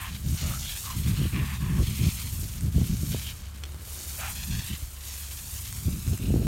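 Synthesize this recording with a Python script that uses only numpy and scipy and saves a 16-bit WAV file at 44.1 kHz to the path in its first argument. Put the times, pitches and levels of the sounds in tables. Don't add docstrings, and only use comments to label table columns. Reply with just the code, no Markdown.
import sys
import numpy as np
from scipy import signal
from scipy.fft import rfft, irfft, next_fast_len
from scipy.io import wavfile
from scipy.ndimage import uniform_filter1d, map_coordinates

SR = 44100
rng = np.random.default_rng(int(sys.argv[2]) if len(sys.argv) > 2 else 0)


def to_wav(sig):
    pcm = np.clip(np.atleast_2d(sig), -1, 1) * 32767
    pcm = np.round(pcm).astype(np.int16)
    wavfile.write(sys.argv[1], SR, pcm.T)


N = 285313

# time in seconds, fine mist in dB, spray in dB, both before the layer trims.
JET_LEVELS = [(0, -46.5, -50), (.23, -49, -53.5), (.32, -45, -43), (.62, -40.5, -39.5), (.85, -41.5, -44),
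              (1.25, -46, -52), (1.7, -48, -52), (2.06, -41, -42), (2.48, -43.5, -47.5), (2.7, -51, -54),
              (2.82, -47, -47), (3.08, -42, -43), (3.3, -45.5, -48), (3.44, -56.5, -56), (3.8, -54.5, -60),
              (3.91, -42, -45), (4.3, -41.5, -42), (4.7, -45, -48), (4.99, -50, -53), (5.08, -43.5, -42.5),
              (5.2, -44, -46), (5.55, -41.5, -45.5), (6.13, -45, -48.5), (6.47, -51, -54.5)]
# start in seconds, hold in seconds, level in dB before the lumps.
COAT_SPLASHES = [(.06, 0.083, -47), (.38, .15, -45.5), (.64, 0.11, -42.5), (.87, 0.18, -49),
                 (1.07, 0.2, -45), (1.34, 0.26, -49.5), (1.85, .24, -42.5), (2.17, 0.1, -44.5),
                 (2.8, 0.16, -52), (3.13, 0.17, -44), (4.37, 0.052, -43.5), (4.52, 0.23, -45.5),
                 (5.09, 0.22, -51), (5.65, 0.053, -48.5), (6.22, 0.045, -48.5)]
SPLASH_ATTACK_S, SPLASH_RELEASE_S = 0.041, 0.056


def water():
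    mist_db, spray_db = in_time(JET_LEVELS)
    spray_swing_db = spray_db - spray_db.mean()
    slaps = surges(COAT_SPLASHES, SPLASH_ATTACK_S, SPLASH_RELEASE_S)
    landing = slugs(per_s=160, fade_s=0.012)
    jet = mist(mist_db, landing) + spray(spray_db, slaps, landing)
    return jet + splash(spray_swing_db, slaps, landing) + stray_drops(spray_swing_db)


# frequency in Hz, relative density in dB per Hz.
MIST_SPECTRUM = [(4000, -26.5), (7000, -3.5), (7700, -1.5), (8350, 2.5), (8750, 1), (9400, 0.5),
                 (10200, -2.5), (11700, 1.5), (13500, -1), (16000, -5)]
MIST_TRIM_DB = 1.27


def mist(level_db, landing):
    hiss = colour(drops(per_s=12000, spread_db=3.0, mist=1.0), MIST_SPECTRUM)
    hiss = off_ground(hiss, grass_hz=7500, tremble_ms=0.025)
    own_flutter = slugs(per_s=250, fade_s=0.015)
    return hiss * from_db(level_db + MIST_TRIM_DB + 0.59 * landing + 1.54 * own_flutter)


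# frequency in Hz, relative density in dB per Hz.
SPRAY_SPECTRUM = [(700, -13), (2000, -13.5), (4000, -4.5), (4600, -1), (4950, -5), (5350, 0), (5650, -1),
                  (6800, 1.5), (7250, 1), (7700, -13), (9000, -22), (15000, -20)]
SPRAY_TRIM_DB = -1.16
SPLASH_SPRAY_DB = -11.5


def spray(level_db, slaps, landing):
    sizzle = colour(drops(per_s=7000, spread_db=3.5, mist=0.65), SPRAY_SPECTRUM)
    sizzle = off_ground(sizzle, grass_hz=8500, tremble_ms=0.025)
    level = np.hypot(from_db(level_db + SPRAY_TRIM_DB), from_db(SPLASH_SPRAY_DB) * slaps)
    return sizzle * level * from_db(1.1 * landing + 1.1 * drift(45))


# frequency in Hz, relative density in dB per Hz.
SPLASH_SPECTRUM = [(300, -16), (700, -6.5), (1200, -1.5), (1900, 3), (2600, 8), (3200, 8), (4200, 6.5),
                   (5000, 2.5), (6500, -4), (9000, -10), (15000, -21)]
PATTER_DB, PATTER_FOLLOWS = -53, 0.32


def splash(spray_swing_db, slaps, landing):
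    slap = colour(drops(per_s=2500, spread_db=3.0, mist=0.72), SPLASH_SPECTRUM)
    slap = off_ground(slap, grass_hz=6000, tremble_ms=0.035)
    patter = from_db(PATTER_DB + PATTER_FOLLOWS * spray_swing_db)
    return slap * np.hypot(patter, slaps) * from_db(0.06 + 1.96 * landing)


STRAY_DB, STRAY_FOLLOWS = -58, 0.69


def stray_drops(spray_swing_db):
    ticks = drops(per_s=30, spread_db=3.5, mist=0)
    ticks = colour(ticks, [(500, -6), (2000, 7.5), (4000, -7.0), (8000, 12), (16000, -13)])
    return ticks * from_db(STRAY_DB + STRAY_FOLLOWS * spray_swing_db)


# time in seconds, lag in ms before the tremble, share from 0 to 1.
GROUND_REFLECTION = [(0, 1.2, .4), (.5, 1.42, .35), (.68, 1.33, .6), (.82, 1.08, .3), (1.2, .72, .4),
                     (1.8, .92, .45), (2.28, .95, .5), (2.5, 1.45, .15), (3.25, 1.28, .3), (4.0, 1.35, .4),
                     (4.6, 1.14, .75), (4.85, .92, .35), (5.3, 1.25, .3), (5.85, .83, .55),
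                     (6.47, .71, .65)]


def off_ground(x, grass_hz, tremble_ms):
    lag_ms, share = in_time(GROUND_REFLECTION)
    lag_ms = lag_ms + tremble_ms * drift(17)
    dull = signal.sosfiltfilt(signal.butter(1, grass_hz, fs=SR, output="sos"), x)
    reflection = map_coordinates(dull, [np.arange(N) - lag_ms * SR / 1000], order=3)
    return rms_one(x + share * reflection)


# start in seconds, hold in seconds, level in dB, throat in Hz,
# throat glide in Hz per second, jaw cavity in Hz, jaw cavity in dB against the throat.
MOUTH_BITES = [(0.0, 0.057, -40.5, 1070, -200, 1780, -0.5), (0.45, 0.06, -44.5, 580, 295, 1220, 1),
               (0.876, 0.037, -42.5, 1100, -1200, 1730, -12), (1.075, .22, -50, 1150, -100, 1720, 2),
               (1.362, .17, -42.5, 1075, -300, 1800, -0.5), (1.63, 0.15, -45, 1050, 198, 1720, -3),
               (4.213, 0.063, -38.5, 676, 2000, 1380, 2)]
# frequency in Hz, relative density in dB per Hz.
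SLOSH_SPECTRUM = [(400, -13), (850, 6), (1400, 6), (2200, 9.5), (3000, 7), (3800, 0), (8000, -54)]
# frequency in Hz, width in Hz of each pass, level in dB against the jaw cavity.
PALATE_MODE = (2560, 410, -3)
THROAT_WIDTH_HZ, JAW_WIDTH_HZ = 230, 420
BITE_ATTACK_S, BITE_RELEASE_S = 0.052, 0.072


def mouth():
    churn, out = drops(per_s=2500, spread_db=4.0, mist=0.99), np.zeros(N)
    slosh = colour(drops(per_s=1200, spread_db=1.0, mist=0.8), SLOSH_SPECTRUM)
    palate_hz, palate_width_hz, palate_db = PALATE_MODE
    for start, hold, db, throat_hz, glide, jaw_hz, jaw_db in MOUTH_BITES:
        flow = swell(start, hold, BITE_ATTACK_S, BITE_RELEASE_S)
        wet = flow > 0
        x, t = churn[wet], seconds()[wet] - start
        throat = cavity(x, throat_hz + glide * t, THROAT_WIDTH_HZ)
        jaw = cavity(x, np.full(len(x), jaw_hz), JAW_WIDTH_HZ)
        palate = cavity(x, np.full(len(x), palate_hz), palate_width_hz)
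        front = jaw + from_db(palate_db) * palate + from_db(4.0) * slosh[wet]
        hollow = throat - from_db(jaw_db) * front
        out[wet] += evened(hollow, span_s=0.13) * from_db(db) * flow[wet]
    return out


# time in seconds, level in dB of a 0 dB tooth.
JAW_SNAPS = [(3.6369, -32.5), (3.6404, -38), (3.6535, -41)]
# frequency in Hz, level in dB, time in seconds to fall by 60 dB.
TOOTH_MODES = [(1700, -28, .012), (2530, -8, 0.02), (3100, 0, 0.011), (3350, -1, 0.02), (4300, -2, .012),
               (5200, -5, .01), (5750, -3, 0.01), (7450, 0, 0.0043)]


def jaws():
    clicks, t = np.zeros(N), seconds()[:SR // 10]
    for start, db in JAW_SNAPS:
        clicks[round(start * SR)] = from_db(db)
    ring = sum(from_db(db - 60 * t / t60) * np.sin(2 * np.pi * hz * t) for hz, db, t60 in TOOTH_MODES)
    return signal.fftconvolve(clicks, ring)[:N]


# centre in seconds,
# level in dB, half length in seconds, frequency in Hz, width in Hz of each pass.
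RINGING_POCKETS = [(0.54, -45.5, 0.077, 1330, 260), (0.684, -42, 0.12, 3270, 600),
                   (1.234, -45, 0.059, 3030, 450), (1.371, -40.5, 0.082, 2440, 1100),
                   (2.025, -47.5, 0.22, 2480, 400), (2.03, -50, 0.12, 3230, 350),
                   (3.275, -43, 0.05, 3070, 500), (4.572, -51.5, 0.17, 1790, 380),
                   (4.622, -54.5, 0.22, 3500, 450), (6.257, -54, 0.16, 2800, 500)]


def pockets():
    rain, out = drops(per_s=1300, spread_db=3.5, mist=0.29), np.zeros(N)
    for centre, db, half_s, hz, width_hz in RINGING_POCKETS:
        a = max(int((centre - half_s) * SR), 0)
        b = min(int((centre + half_s) * SR), N)
        ring = cavity(rain[a:b], np.full(b - a, hz), width_hz)
        out[a:b] += from_db(db) * ring * np.hanning(b - a)
    return out


# start in seconds, hold in seconds, level in dB.
GRASS_FALLBACK = (3.66, 0.46, -54.5)
# frequency in Hz, relative density in dB per Hz.
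GRASS_SPECTRUM = [(150, -11), (330, 4.5), (600, -5), (1200, -10.5), (3000, -16)]


def fallback():
    start, hold, db = GRASS_FALLBACK
    patter = colour(drops(per_s=400, spread_db=4.0, mist=0.63), GRASS_SPECTRUM)
    return from_db(db) * swell(start, hold, attack_s=0.12, release_s=0.13) * patter


# time in seconds, level in dB before trim and lumps.
BREEZE_LEVELS = [(0, -42.5), (.6, -35), (.8, -48), (1.1, -32), (2.2, -39), (3.1, -33), (3.45, -51),
                 (4.1, -50), (4.6, -40), (4.9, -59.5), (5.3, -56), (5.7, -42.5), (6.47, -36)]
# start in seconds, hold in seconds, then body, slow rumble and bright flutter,
# each in dB before its layer trim.
GUST_EVENTS = [(0.254, 0.088, -27.5, -27, -50), (.42, 0.092, -31, -31.5, -53),
               (.96, 0.055, -28.5, -40, -59), (1.059, 0.077, -22.5, -37, -47),
               (1.189, .075, -22.5, -27, -44), (1.336, 0.096, -24.5, -37, -41),
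               (1.629, .045, -28.5, -33, -50), (1.704, .08, -24.5, -29, -43), (1.797, 0.032, -21, -21, -43),
               (1.875, 0.06, -28.5, -30, -53), (2.003, 0.077, -21, -34, -45),
               (2.328, 0.13, -37.5, -29.5, -59), (2.633, 0.054, -26, -27, -46),
               (2.747, .1, -24.5, -32, -50), (2.9, 0.043, -24, -24.5, -53), (3.027, .125, -30, -36, -54),
               (4.492, 0.1, -30, -34, -62.5), (4.703, 0.033, -31, -41, -68), (5.862, 0.041, -30, -24, -51),
               (5.927, 0.057, -31.5, -41, -53), (6.074, 0.067, -27, -26, -42.5),
               (6.21, .07, -29.5, -33, -41), (6.285, 0.23, -24.5, -28.5, -36.5)]
GUST_ATTACK_S, GUST_RELEASE_S = 0.021, 0.023


def wind():
    breeze_db, = in_time(BREEZE_LEVELS)
    starts, holds, *levels = np.transpose(GUST_EVENTS)
    pushes, heaves, tears = [
        surges(zip(starts, holds, db), GUST_ATTACK_S, GUST_RELEASE_S) for db in levels]
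    return gust_body(breeze_db, pushes) + rumble(breeze_db, heaves) + flutter(tears)


# frequency in Hz, relative density in dB per Hz.
GUST_SPECTRUM = [(40, -12), (80, 5.5), (120, 8), (190, 1.5), (260, -10), (400, -24), (700, -49.5),
                 (1500, -44)]
BREEZE_TRIM_DB, GUST_TRIM_DB = -2.5, -2
BREEZE_LUMPS_DB = 2.5


def gust_body(breeze_db, pushes):
    eddies = evened(colour(rng.standard_normal(N), GUST_SPECTRUM), span_s=0.032)
    breeze = from_db(breeze_db + BREEZE_TRIM_DB + BREEZE_LUMPS_DB * drift(9.2))
    return eddies * np.hypot(breeze, from_db(GUST_TRIM_DB) * pushes)


# frequency in Hz, relative density in dB per Hz.
RUMBLE_SPECTRUM = [(15, -20), (25, -31), (35, -3.5), (50, -4), (75, -0.5), (110, -6.5), (200, -45.5),
                   (500, -61)]
BREEZE_RUMBLE_DB, RUMBLE_FOLLOWS, GUST_RUMBLE_TRIM_DB = -39.5, 0.43, -2.5


def rumble(breeze_db, heaves):
    eddies = evened(colour(rng.standard_normal(N), RUMBLE_SPECTRUM), span_s=0.05)
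    roll = from_db(BREEZE_RUMBLE_DB + RUMBLE_FOLLOWS * (breeze_db - breeze_db.mean()))
    return eddies * np.hypot(roll, from_db(GUST_RUMBLE_TRIM_DB) * heaves)


# frequency in Hz, relative density in dB per Hz.
FLUTTER_SPECTRUM = [(100, -20.5), (230, 4), (350, -0.5), (500, -12.5), (700, -18), (1000, -37), (3000, -48)]
FLUTTER_TRIM_DB = 2.5


def flutter(tears):
    bursts = colour(drops(per_s=170, spread_db=5.5, mist=0.76), FLUTTER_SPECTRUM)
    return bursts * from_db(FLUTTER_TRIM_DB) * tears


# centre in seconds,
# depth in dB before the port's gain and high-pass, half width in ms.
PORT_EDDIES = [(1.807, -13.5, 1.5), (2.068, -14.5, 1.8), (2.762, -10.5, 2.4), (2.782, -19.5, 0.96),
               (2.816, -14, 1.55), (3.033, -23.5, 1.16), (3.147, -20.5, 0.57), (4.505, -25.5, 1.9),
               (4.828, -14, 5.3), (5.883, -18, 1.4), (6.135, -23.5, 1.1), (6.247, -23, 1.5),
               (6.305, -15.5, 0.97), (6.362, -18.5, 0.71)]
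# frequency in Hz, relative density in dB per Hz.
WAKE_SPECTRUM = [(100, -23.5), (220, 6), (350, -4), (500, -12), (700, -15.5), (1000, -28), (3000, -69)]
WAKE_S, WAKE_DB = 0.007, -21


def buffets():
    t = seconds()
    suction, stirred_power = np.zeros(N), np.zeros(N)
    for centre, db, half_ms in PORT_EDDIES:
        suction += from_db(db) / (1 + ((t - centre) * 1000 / half_ms) ** 2)
        fade = np.exp(-np.minimum(np.abs(t - centre) / WAKE_S, 50))
        stirred_power += from_db(2 * db) / half_ms ** 2 * fade
    turbulence = evened(colour(rng.standard_normal(N), WAKE_SPECTRUM), span_s=0.018)
    wake = turbulence * np.sqrt(stirred_power)
    thump = signal.sosfilt(signal.butter(2, 80, "high", fs=SR, output="sos"), suction)
    return from_db(WAKE_DB) * wake - from_db(7.0) * thump


# frequency in Hz, relative density in dB per Hz.
LAWN_SPECTRUM = [(30, 5), (100, -5.5), (200, -10.5), (400, -17.5), (800, -20.5), (1200, -15.5),
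                 (3000, -26.5), (8000, -38), (16000, -49)]
LAWN_DB = -49.5
HUM_HZ, HUM_DB = 70.24, -42.5


def background():
    hum_hz = HUM_HZ + 1.14 * drift(2.33)
    hum = np.sqrt(2) * np.sin(2 * np.pi * np.cumsum(hum_hz) / SR)
    air = colour(rng.standard_normal(N), LAWN_SPECTRUM)
    return from_db(HUM_DB + 0.5 * drift(3.9)) * hum + from_db(LAWN_DB) * air


def drops(per_s, spread_db, mist):
    sizes = from_db(spread_db * np.minimum(rng.exponential(1, N), 5)) * rng.choice([-1, 1], N)
    impacts = sizes * (rng.random(N) < per_s / SR)
    return rms_one(impacts) + mist * rng.standard_normal(N)


def slugs(per_s, fade_s):
    lumps = rng.exponential(1, N) * (rng.random(N) < per_s / SR)
    power = signal.lfilter([1], [1, -np.exp(-1 / (fade_s * SR))], lumps + 1e-12)
    level = np.sqrt(power)
    return rms_one(level - level.mean())


def cavity(x, hz, width_hz):
    return rms_one(resonance(resonance(x, hz, width_hz), hz, width_hz))


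def resonance(x, hz, width_hz, size=256):
    r, out, state = np.exp(-np.pi * width_hz / SR), np.zeros(len(x)), np.zeros(2)
    zeros = np.array([1, 0, -1]) * (1 - r * r) / 2
    for i in range(0, len(x), size):
        poles = [1, -2 * r * np.cos(2 * np.pi * hz[i] / SR), r * r]
        out[i:i + size], state = signal.lfilter(zeros, poles, x[i:i + size], zi=state)
    return out


def colour(x, spectrum):
    size = 2 * next_fast_len(N // 2 + SR // 4)
    hz, db = np.transpose(spectrum)
    bins_hz = np.fft.rfftfreq(size, 1 / SR)
    gain = from_db(np.interp(np.log(bins_hz + 1), np.log(hz), db))
    cepstrum = irfft(np.log(gain))[:size // 2]
    response = np.exp(2 * rfft(cepstrum, size))
    return rms_one(irfft(rfft(x, size) * response)[:N])


def evened(x, span_s):
    power = np.abs(uniform_filter1d(x * x, max(int(span_s * SR), 2)))
    return x / np.sqrt(power + 1e-12)


def drift(rate_hz):
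    r = np.exp(-80 * np.pi * rate_hz / SR)
    noise = rng.standard_normal(N // 40 + 2002)
    slow = signal.lfilter([1], [1, -2 * r, r * r], noise)[2000:]
    return np.interp(np.arange(N) / 40, np.arange(len(slow)), rms_one(slow))


def swell(start, hold, attack_s, release_s):
    corners = [start - attack_s, start, start + hold, start + hold + release_s]
    ramp = np.interp(seconds(), corners, [0, 1, 1, 0])
    return ramp * ramp * (3 - 2 * ramp)


def surges(rows, attack_s, release_s):
    return np.sqrt(sum((from_db(db) * swell(s, hold, attack_s, release_s)) ** 2 for s, hold, db in rows))


def in_time(rows):
    s, *columns = np.transpose(rows)
    return [np.interp(seconds(), s, c) for c in columns]


def seconds():
    return np.arange(N) / SR


def from_db(db):
    return 10 ** (np.asarray(db) / 20)


def rms_one(x):
    return x / np.sqrt(np.mean(x ** 2) + 1e-20)


def scene():
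    wet = water() + fallback()
    dog = mouth() + pockets() + jaws()
    return (wet + dog + wind() + buffets() + background())[None]


CUTOFF_HZ = 15800


def record(dry):
    thinned = signal.sosfilt(signal.butter(4, 36, "high", fs=SR, output="sos"), dry)
    return signal.sosfilt(signal.ellip(12, 0.1, 90, CUTOFF_HZ, fs=SR, output="sos"), thinned)


dry = scene()
out = record(dry)
to_wav(out)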